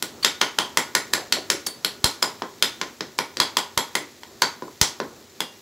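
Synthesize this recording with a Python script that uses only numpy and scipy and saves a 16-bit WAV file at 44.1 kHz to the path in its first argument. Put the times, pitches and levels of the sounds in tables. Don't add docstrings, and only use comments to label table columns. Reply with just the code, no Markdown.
import sys
import numpy as np
from scipy import signal
from scipy.fft import rfft, irfft, next_fast_len
from scipy.io import wavfile
from scipy.ndimage import uniform_filter1d, minimum_filter1d

SR = 44100
rng = np.random.default_rng(int(sys.argv[2]) if len(sys.argv) > 2 else 0)


def transcribe(signal):
    frames = np.atleast_2d(signal).T
    limited = np.clip(frames, -1, 1)
    pcm = np.round(limited * 32767).astype(np.int16)
    wavfile.write(sys.argv[1], SR, pcm)


def how_loud(loudness_db):
    steps = np.asarray(loudness_db, float) / 20
    return 10 ** steps


N = 247401


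def rms_one(x):
    return x / np.sqrt(np.mean(x ** 2) + 1e-20)


def at_hz(points, hz):
    table_hz, values = np.array(points)[:, 0], np.array(points)[:, 1]
    return np.interp(np.log(np.maximum(hz, 1)), np.log(table_hz), values)


def colour(x, spectrum):
    size = next_fast_len(len(x))
    hz = np.arange(size // 2 + 1) * SR / size
    return irfft(rfft(x, size) * how_loud(at_hz(spectrum, hz)), size)[:len(x)]


def band(x, low_hz, high_hz):
    return signal.sosfilt(signal.butter(2, [low_hz, high_hz], "band", fs=SR, output="sos"), x)


def drift(rate_hz):
    r = np.exp(-80 * np.pi * rate_hz / SR)
    slow = signal.lfilter([1], [1, -2 * r, r * r], rng.standard_normal(N // 40 + 2002))[2000:]
    return np.interp(np.arange(N) / 40, np.arange(len(slow)), rms_one(slow))


def ring(push, hz, t60):
    r, w = how_loud(-60 / (t60 * SR)), 2 * np.pi * hz / SR
    return signal.lfilter([0, np.sin(w)], [1, -2 * r * np.cos(w), r * r], push + 1e-18)


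def lift(hz, mode_hz, width_hz):
    return 1 / (1 + (2 * (hz - mode_hz) / width_hz) ** 2)


def struck(db_by_bin):
    size = 2 * (len(db_by_bin) - 1)
    cepstrum = irfft(db_by_bin * np.log(10) / 20, size)
    cepstrum[1:size // 2] *= 2
    cepstrum[size // 2 + 1:] = 0
    return irfft(np.exp(rfft(cepstrum)), size)


def scatter(x, spread_s, count=3):
    for lag in (rng.uniform(.2, 1, count) * spread_s * SR).astype(int) + 2:
        poles = np.zeros(lag + 1)
        poles[[0, -1]] = 1, -0.72
        x = signal.lfilter(poles[::-1], poles, x)
    return x


def add(track, s, sound):
    i = max(round(s * SR), 0)
    track[i:i + len(sound)] += sound[:N - i]


# time in seconds, level in dB.
FRY_VIGOUR = [
    (0.0, -51),
    (0.7, -51),
    (1.48, -51),
    (1.83, -52),
    (2.25, -51),
    (3.2, -53),
    (4.2, -53),
    (4.7, -52),
    (5.3, -53),
    (5.61, -53),
]
# frequency in Hz, density in dB per Hz.
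SIZZLE_COLOUR = [(760, -39), (1300, -31), (1670, 1.5), (2900, -3.5), (3840, 0.5), (5650, -1), (7040, -1),
                 (7490, -2.5), (9130, -14.5), (10800, -8), (15700, -8.5)]
# frequency in Hz, density in dB per Hz.
BURNER_COLOUR = [(18, -71), (30, -21), (75, -14.5), (87, -8), (188, -13), (240, -3.5), (269, -10),
                 (386, -4), (432, -10), (673, -15.5), (1500, -19), (1950, -47), (3300, -120)]


def frying(pops_per_s=9200.0, uneven_db=2.5, flicker_db=.4):
    s, sizzle_db = np.transpose(FRY_VIGOUR)
    burner_db = -49 + 1.74 * (sizzle_db - sizzle_db.mean())
    t = np.arange(N) / SR
    pops = how_loud(uneven_db * np.minimum(rng.exponential(1, N), 5)) * rng.choice([-1, 1], N)
    pops *= rng.random(N) < pops_per_s / SR
    sizzle = rms_one(colour(pops, SIZZLE_COLOUR))
    sizzle *= how_loud(np.interp(t, s, sizzle_db) + 2.0 + flicker_db * drift(9.1))
    burner = rms_one(colour(rng.standard_normal(N), BURNER_COLOUR))
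    burner *= how_loud(np.interp(t, s, burner_db) + 1.5 * drift(8))
    return sizzle + burner


# frequency in Hz, time to fall 60 dB in seconds.
ROOM_T60 = [(200, 0.29), (530, 0.31), (1390, 0.32), (3680, 0.28), (9700, 0.22)]
# frequency in Hz, level in dB.
ROOM_COLOUR = [(100, 9), (350, 13.5), (1000, 2.5), (2000, 3), (3500, 1), (7500, 3), (9000, 2.5),
               (15000, 2.5)]


def kitchen(x, gap_s=0.0018, swell_s=0.0036, moves_per_s=1.699, count=3):
    wall_s, wall_spread_s, wall_db = 0.017, 0.0048, 2.5
    t = np.arange(round(.6 * SR)) / SR
    edges, out = 90 * 2 ** np.arange(0, 7.9, .5), 0
    for k in range(count):
        reply = 0
        for low, high in zip(edges, edges[1:]):
            hz = np.sqrt(low * high)
            decay_db = at_hz(ROOM_COLOUR, hz) - 60 * t / (1.07 * at_hz(ROOM_T60, hz))
            reply = reply + band(rng.standard_normal(len(t)), low, high) * how_loud(decay_db)
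        reply *= np.clip((t - gap_s) / swell_s, 0, 1)
        reply *= how_loud(wall_db * np.exp(-((t - wall_s) / wall_spread_s) ** 2))
        share = np.sqrt(2 / count) * np.cos(np.pi * (moves_per_s * np.arange(N) / SR + k / count))
        out = out + signal.fftconvolve(x * share, reply / np.sqrt(np.sum(reply ** 2)))[:N]
    return out


# start in seconds, length in seconds, centre in Hz, level in dB.
MEAT_SLAPS = [
    (1.175, 0.015, 630, -36),
    (1.365, 0.01, 574, -35),
    (1.529, 0.023, 400, -28),
    (2.03, 0.0095, 400, -49),
    (3.98, 0.048, 372, -47),
    (4.631, 0.039, 474, -52),
    (5.026, 0.051, 322, -51),
]


def slaps(lumps_per_s=400.0):
    out, t = np.zeros(N), np.arange(8000) / SR
    for s, length, hz, db in MEAT_SLAPS:
        lumps = rng.standard_normal(len(t)) * (rng.random(len(t)) < lumps_per_s / SR)
        shape = np.sin(np.pi * np.clip(t / length, 0, 1))
        add(out, s, how_loud(db) * rms_one(band(lumps, hz * 0.7, hz * 1.48)) * shape)
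    return out


# start in seconds, peak in dB.
HOB_BLOWS = [
    (2.042, -13),
    (3.403, -34),
    (3.773, -25),
    (4.423, -50),
    (4.814, -12),
]


def thuds(hob_hz=110, die_s=0.0015):
    out, t = np.zeros(N), np.arange(4000) / SR
    for s, db in HOB_BLOWS:
        push = np.sin(2 * np.pi * hob_hz * t) * np.exp(-t / die_s)
        add(out, s + 0.00024, -how_loud(db + 11.5) * push)
    return out


# start in seconds, pitch in Hz, level in dB.
BLADE_SINGS = [(0.587, 5050, -53), (0.585, 1420, -37), (1.137, 1780, -44), (1.848, 4520, -37),
               (2.04, 3930, -45), (2.226, 5020, -40), (2.224, 7100, -28), (2.625, 5050, -31),
               (3.402, 3360, -22), (3.57, 3330, -32), (3.775, 3400, -31), (3.775, 960, -49),
               (3.956, 3370, -31), (4.42, 4580, -23.5), (4.816, 7800, -41), (5.405, 5040, -39),
               (5.405, 3320, -50)]
SLOT_SPLITS = [-.019, -.007, 0, .011, .023]
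# start in seconds, pitch in Hz, level in dB, 60 dB decay in seconds.
CLEAN_TONES = [
    (5.405, 2805, -40, .5),
    (5.405, 4900, -44, .4),
    (5.405, 1443, -48, .4),
    (4.421, 4544, -38, .35),
    (1.668, 4522, -44, .25),
    (1.668, 7208, -44, .22),
    (1.668, 10280, -44, .19),
]


def blade(uneven_db=4.0, sing_t60_s=.3):
    out, tap = np.zeros(N), np.eye(1, 20000)[0]
    lucks = rng.normal(0, 1, (len(BLADE_SINGS), len(SLOT_SPLITS)))
    for (s, hz, db), luck in zip(BLADE_SINGS, lucks):
        for split, share in zip(SLOT_SPLITS, luck):
            tone = ring(tap, hz * (1 + 1.5 * split), sing_t60_s * (.8 - 12 * abs(split)))
            add(out, s, how_loud(db - 4 + uneven_db * share) * tone)
    for s, hz, db, t60 in CLEAN_TONES:
        add(out, s, how_loud(db) * ring(tap, hz, t60))
    return out


# start in seconds, length in seconds, pitch in Hz, level in dB.
BLADE_SQUEALS = [
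    (0.2252, 0.017, 4560, -17),
    (1.663, 0.014, 4520, -22),
]


def squeals(t60_s=.06):
    out = np.zeros(N)
    for s, length, hz, db in BLADE_SQUEALS:
        stroke = np.sin(np.pi * np.clip(np.arange(2000) / SR / length, 0, 1))
        rub = rng.standard_normal(2000) * stroke
        add(out, s, how_loud(db) * (ring(rub, hz, t60_s) / 14.0 + 0.35 * band(rub, 730, 7700)))
    return out


# start in seconds, centre in Hz, level in dB, decay time in seconds.
BLADE_TICKS = [(.4105, 4000, -25, .004), (1.1315, 7000, -29, .004), (1.18, 620, -30, .008),
               (1.18, 5000, -34, .004), (1.372, 1400, -29, .005), (1.372, 3200, -34, .004),
               (1.664, 6300, -24, .012), (2.2225, 5000, -28, .004), (2.42, 990, -21, .004),
               (2.432, 1200, -35, .03), (3.181, 6500, -33, .005), (3.587, 5500, -21, .004),
               (4.418, 10000, -27, .004), (4.68, 940, -38, .006), (5.001, 1300, -24, .003),
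               (5.012, 1400, -37, .03), (5.417, 1800, -27, .004)]


def ticks():
    out, t = np.zeros(N), np.arange(3000) / SR
    for s, hz, db, decay in BLADE_TICKS:
        scratch = rms_one(band(rng.standard_normal(len(t)), 0.72 * hz, 1.35 * hz))
        add(out, s, how_loud(db) * scratch * np.exp(-t / decay))
    return out


# start in seconds, peak in dB, strongest ring in Hz, edge bite in dB, blade flatness from 0 to 1.
HARD_CHOPS = [(0.025, -12.5, 5700, 9, 0.4), (0.247, 0.5, 3690, -1.5, .4), (0.414, -2.5, 3030, -3.5, 0.68),
              (0.5869, -3.5, 3170, 0.5, 0.62), (0.7722, -4, 2100, 2.5, 0.71), (0.9508, -4, 1860, 2, 0.48),
              (1.1353, -4.5, 1730, 1.5, 0.24), (1.3238, -1.5, 4430, 0.5, 0.08),
              (1.501, -3.5, 5370, 1, 0.08), (1.6674, -20, 4730, 17.5, 0.97), (1.847, -6, 4360, 3, 0.32),
              (2.0426, 0, 4170, 0.5, 0.77), (2.2262, -4.5, 5170, 2.5, 0.93), (2.6246, -0.5, 3550, 2, 0.3),
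              (3.1881, -9.5, 2330, -0.5, 0.77), (3.37, -17, 4730, -3.5, 0.25), (3.401, -1, 4650, 0.5, 0.62),
              (3.5695, -4.5, 4960, 2.5, 0.8), (3.7759, -4.5, 3300, 1, 0.93), (3.9527, -9, 2010, 3.5, 0.64),
              (4.4206, -3.5, 1570, -0.5, 0.8), (4.8139, 2.5, 5650, 0.5, 0.63),
              (5.4047, -11.5, 3420, 4.5, 0.8)]
# start in seconds, peak in dB, strongest ring in Hz, cushion in dB, blade flatness from 0 to 1.
SOFT_CHOPS = [
    (2.4202, -23.5, 1054, 16, 1),
    (2.814, -13.5, 1040, 2.5, 0.2),
    (3.0074, -16.5, 5300, 9.5, 0.28),
    (4.2334, -32, 980, -4, 0.74),
    (4.6222, -39, 1000, 30, .9),
    (5.0013, -22, 1060, 16.5, 0.79),
]
USUAL_PEAK_DB, USUAL_FLATNESS = -8, 0.44


def landings():
    body_keeps = 0.61
    soft_edge_db, floor_share, floor_from_db = -9.5, 0.42, -3
    hard, soft = [], []
    for s, db, hz, edge, flat in HARD_CHOPS:
        hard.append((s, db, hz, flat, body_keeps * (USUAL_PEAK_DB - db), 0, edge))
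    for s, db, hz, pad, flat in SOFT_CHOPS:
        soft.append((s, db, hz, flat, pad, floor_share * max(pad - floor_from_db, 0), soft_edge_db))
    return sorted(hard + soft)


# frequency in Hz, density in dB per Hz.
CLACK_COLOUR = [(88, -39.5), (150, -8.5), (916, -4), (2030, -2.5), (2780, -5), (3250, 0), (3790, -3.5),
                (5080, -3.5), (6800, -12), (7490, -5), (8260, -12), (12400, -13), (15700, -21)]
# pitch in Hz, width in Hz, lift in dB.
PAN_MODES = [(400, 27, 5.5), (982, 366, 4.5), (1454, 39, 9.5), (1860, 20, 5.5), (2098, 470, 2.5),
             (3130, 1000, 1.5), (4060, 480, 5), (4520, 53, 3.5), (5070, 150, 6), (5650, 43, 8.5),
             (6484, 400, 5.5), (7600, 170, 0), (11400, 590, 0.5)]
# pitch in Hz, width in Hz, lift in dB.
EDGE_MODES = [(6260, 220, 6), (7390, 180, 2.5), (9130, 66, 3), (10060, 250, 2.5), (11370, 100, 2),
              (12380, 160, -0.5), (13100, 280, -7)]
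# pitch in Hz, width in Hz.
MAIN_MODES = [(950, 570), (2050, 1900), (3300, 280), (4900, 290)]
FLAT_WAKES = [19, -1, 8.5, 1]


def chops(spread_db=1.5, best_db=7.5, trim_db=13.5, rim=0.52):
    out, close, hz = np.zeros(N), np.zeros(N), np.arange(2049) * SR / 4096
    lead_s, lead_db, smear_s = .0035, -26, .0005
    modes = PAN_MODES + EDGE_MODES
    for s, peak_db, best_hz, flat, body_db, floor_db, edge_db in landings():
        aim = how_loud(0.04 + np.clip(0.13 * (USUAL_PEAK_DB - peak_db), -4, 5))
        place = [(500, body_db), (900, floor_db), (1700, floor_db), (2800, 0), (6000, 0), (8500, edge_db)]
        db = at_hz(CLACK_COLOUR, hz) + at_hz(place, hz) + best_db * lift(hz, best_hz, 0.097 * best_hz)
        db -= 4.4 * lift(hz, 725, 85)
        jolt_db = sum(max(d + 34, 0) for at, d in HOB_BLOWS if abs(at - s) < .01)
        db -= 0.38 * jolt_db * lift(hz, 1860, 3400)
        for mode, wake_db in zip(MAIN_MODES, FLAT_WAKES):
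            db += (flat - USUAL_FLATNESS) * wake_db * lift(hz, *mode)
        for (mode_hz, width, lift_db), luck in zip(modes, rng.normal(0, 1, len(modes))):
            chance_db = spread_db * (1 + mode_hz / 5000) * np.clip(luck, -2, 1.2)
            db += (lift_db + chance_db) * lift(hz, mode_hz, width)
        sound = scatter(struck(db), smear_s)
        sound *= how_loud(peak_db + trim_db) / np.sqrt(np.sum(band(sound, 2500, 7000) ** 2))
        add(out, s, sound)
        add(close, s, (aim - 1) * sound)
        add(close, s + rng.uniform(.0008, 0.0022), -rim * aim * sound)
        t = np.arange(600) / SR
        graze = band(rng.standard_normal(600), 6000, 6200) * np.clip(t / lead_s, 0, 1) * (t < lead_s + .001)
        add(out, s - lead_s, how_loud(peak_db + lead_db) * graze)
    return out, close


def scene():
    clack, close = chops()
    pan, thud = clack + squeals() + slaps(), thuds()
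    room = how_loud(-4.0) * kitchen(pan + 0.062 * thud)
    mono = pan + close + thud + blade() + room + frying() + ticks()
    return np.stack([mono, mono])


def noise_fill(x, from_hz=4500, width_hz=950, jump_db=7.5):
    hz, frames, cells = signal.stft(x, SR, nperseg=1024)
    level = 10 * np.log10(np.sum(np.abs(cells[0]) ** 2, axis=0) + 1e-12)
    calm = (np.diff(level, prepend=0) < jump_db).astype(float)
    steady = minimum_filter1d(calm, size=3, origin=-1) > 0
    luck = np.repeat(rng.random((30, len(frames) // 4 + 1)), 4, axis=1)[:, :len(frames)]
    chance = np.where(level < -55, .6, np.interp(hz, [10000, 13500], [.08, .7])[:, None])
    chance = chance * np.where(hz < 8000, .5, 1)[:, None]
    swap = (luck[(hz // width_hz).astype(int)] < chance) & steady & (hz[:, None] > from_hz)
    smooth = np.sqrt(uniform_filter1d(np.abs(cells) ** 2, size=21, axis=1))
    fresh = signal.stft(rng.standard_normal(x.shape), SR, nperseg=1024)[2]
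    cells = np.where(swap, smooth * fresh / np.sqrt(np.mean(np.abs(fresh) ** 2)), cells)
    return signal.istft(cells, SR, nperseg=1024)[1][:, :N]


def low_pass(x):
    return signal.sosfilt(signal.butter(12, 16830, fs=SR, output="sos"), x)


def record(dry):
    limited = 1.1 * np.tanh(dry / 1.1)
    x = signal.sosfilt(signal.butter(3, 52, "high", fs=SR, output="sos"), limited)
    x = signal.sosfilt(signal.ellip(10, .5, 60, 15750, fs=SR, output="sos"), noise_fill(x))
    return low_pass(x)


dry = scene()
out = record(dry)
transcribe(out)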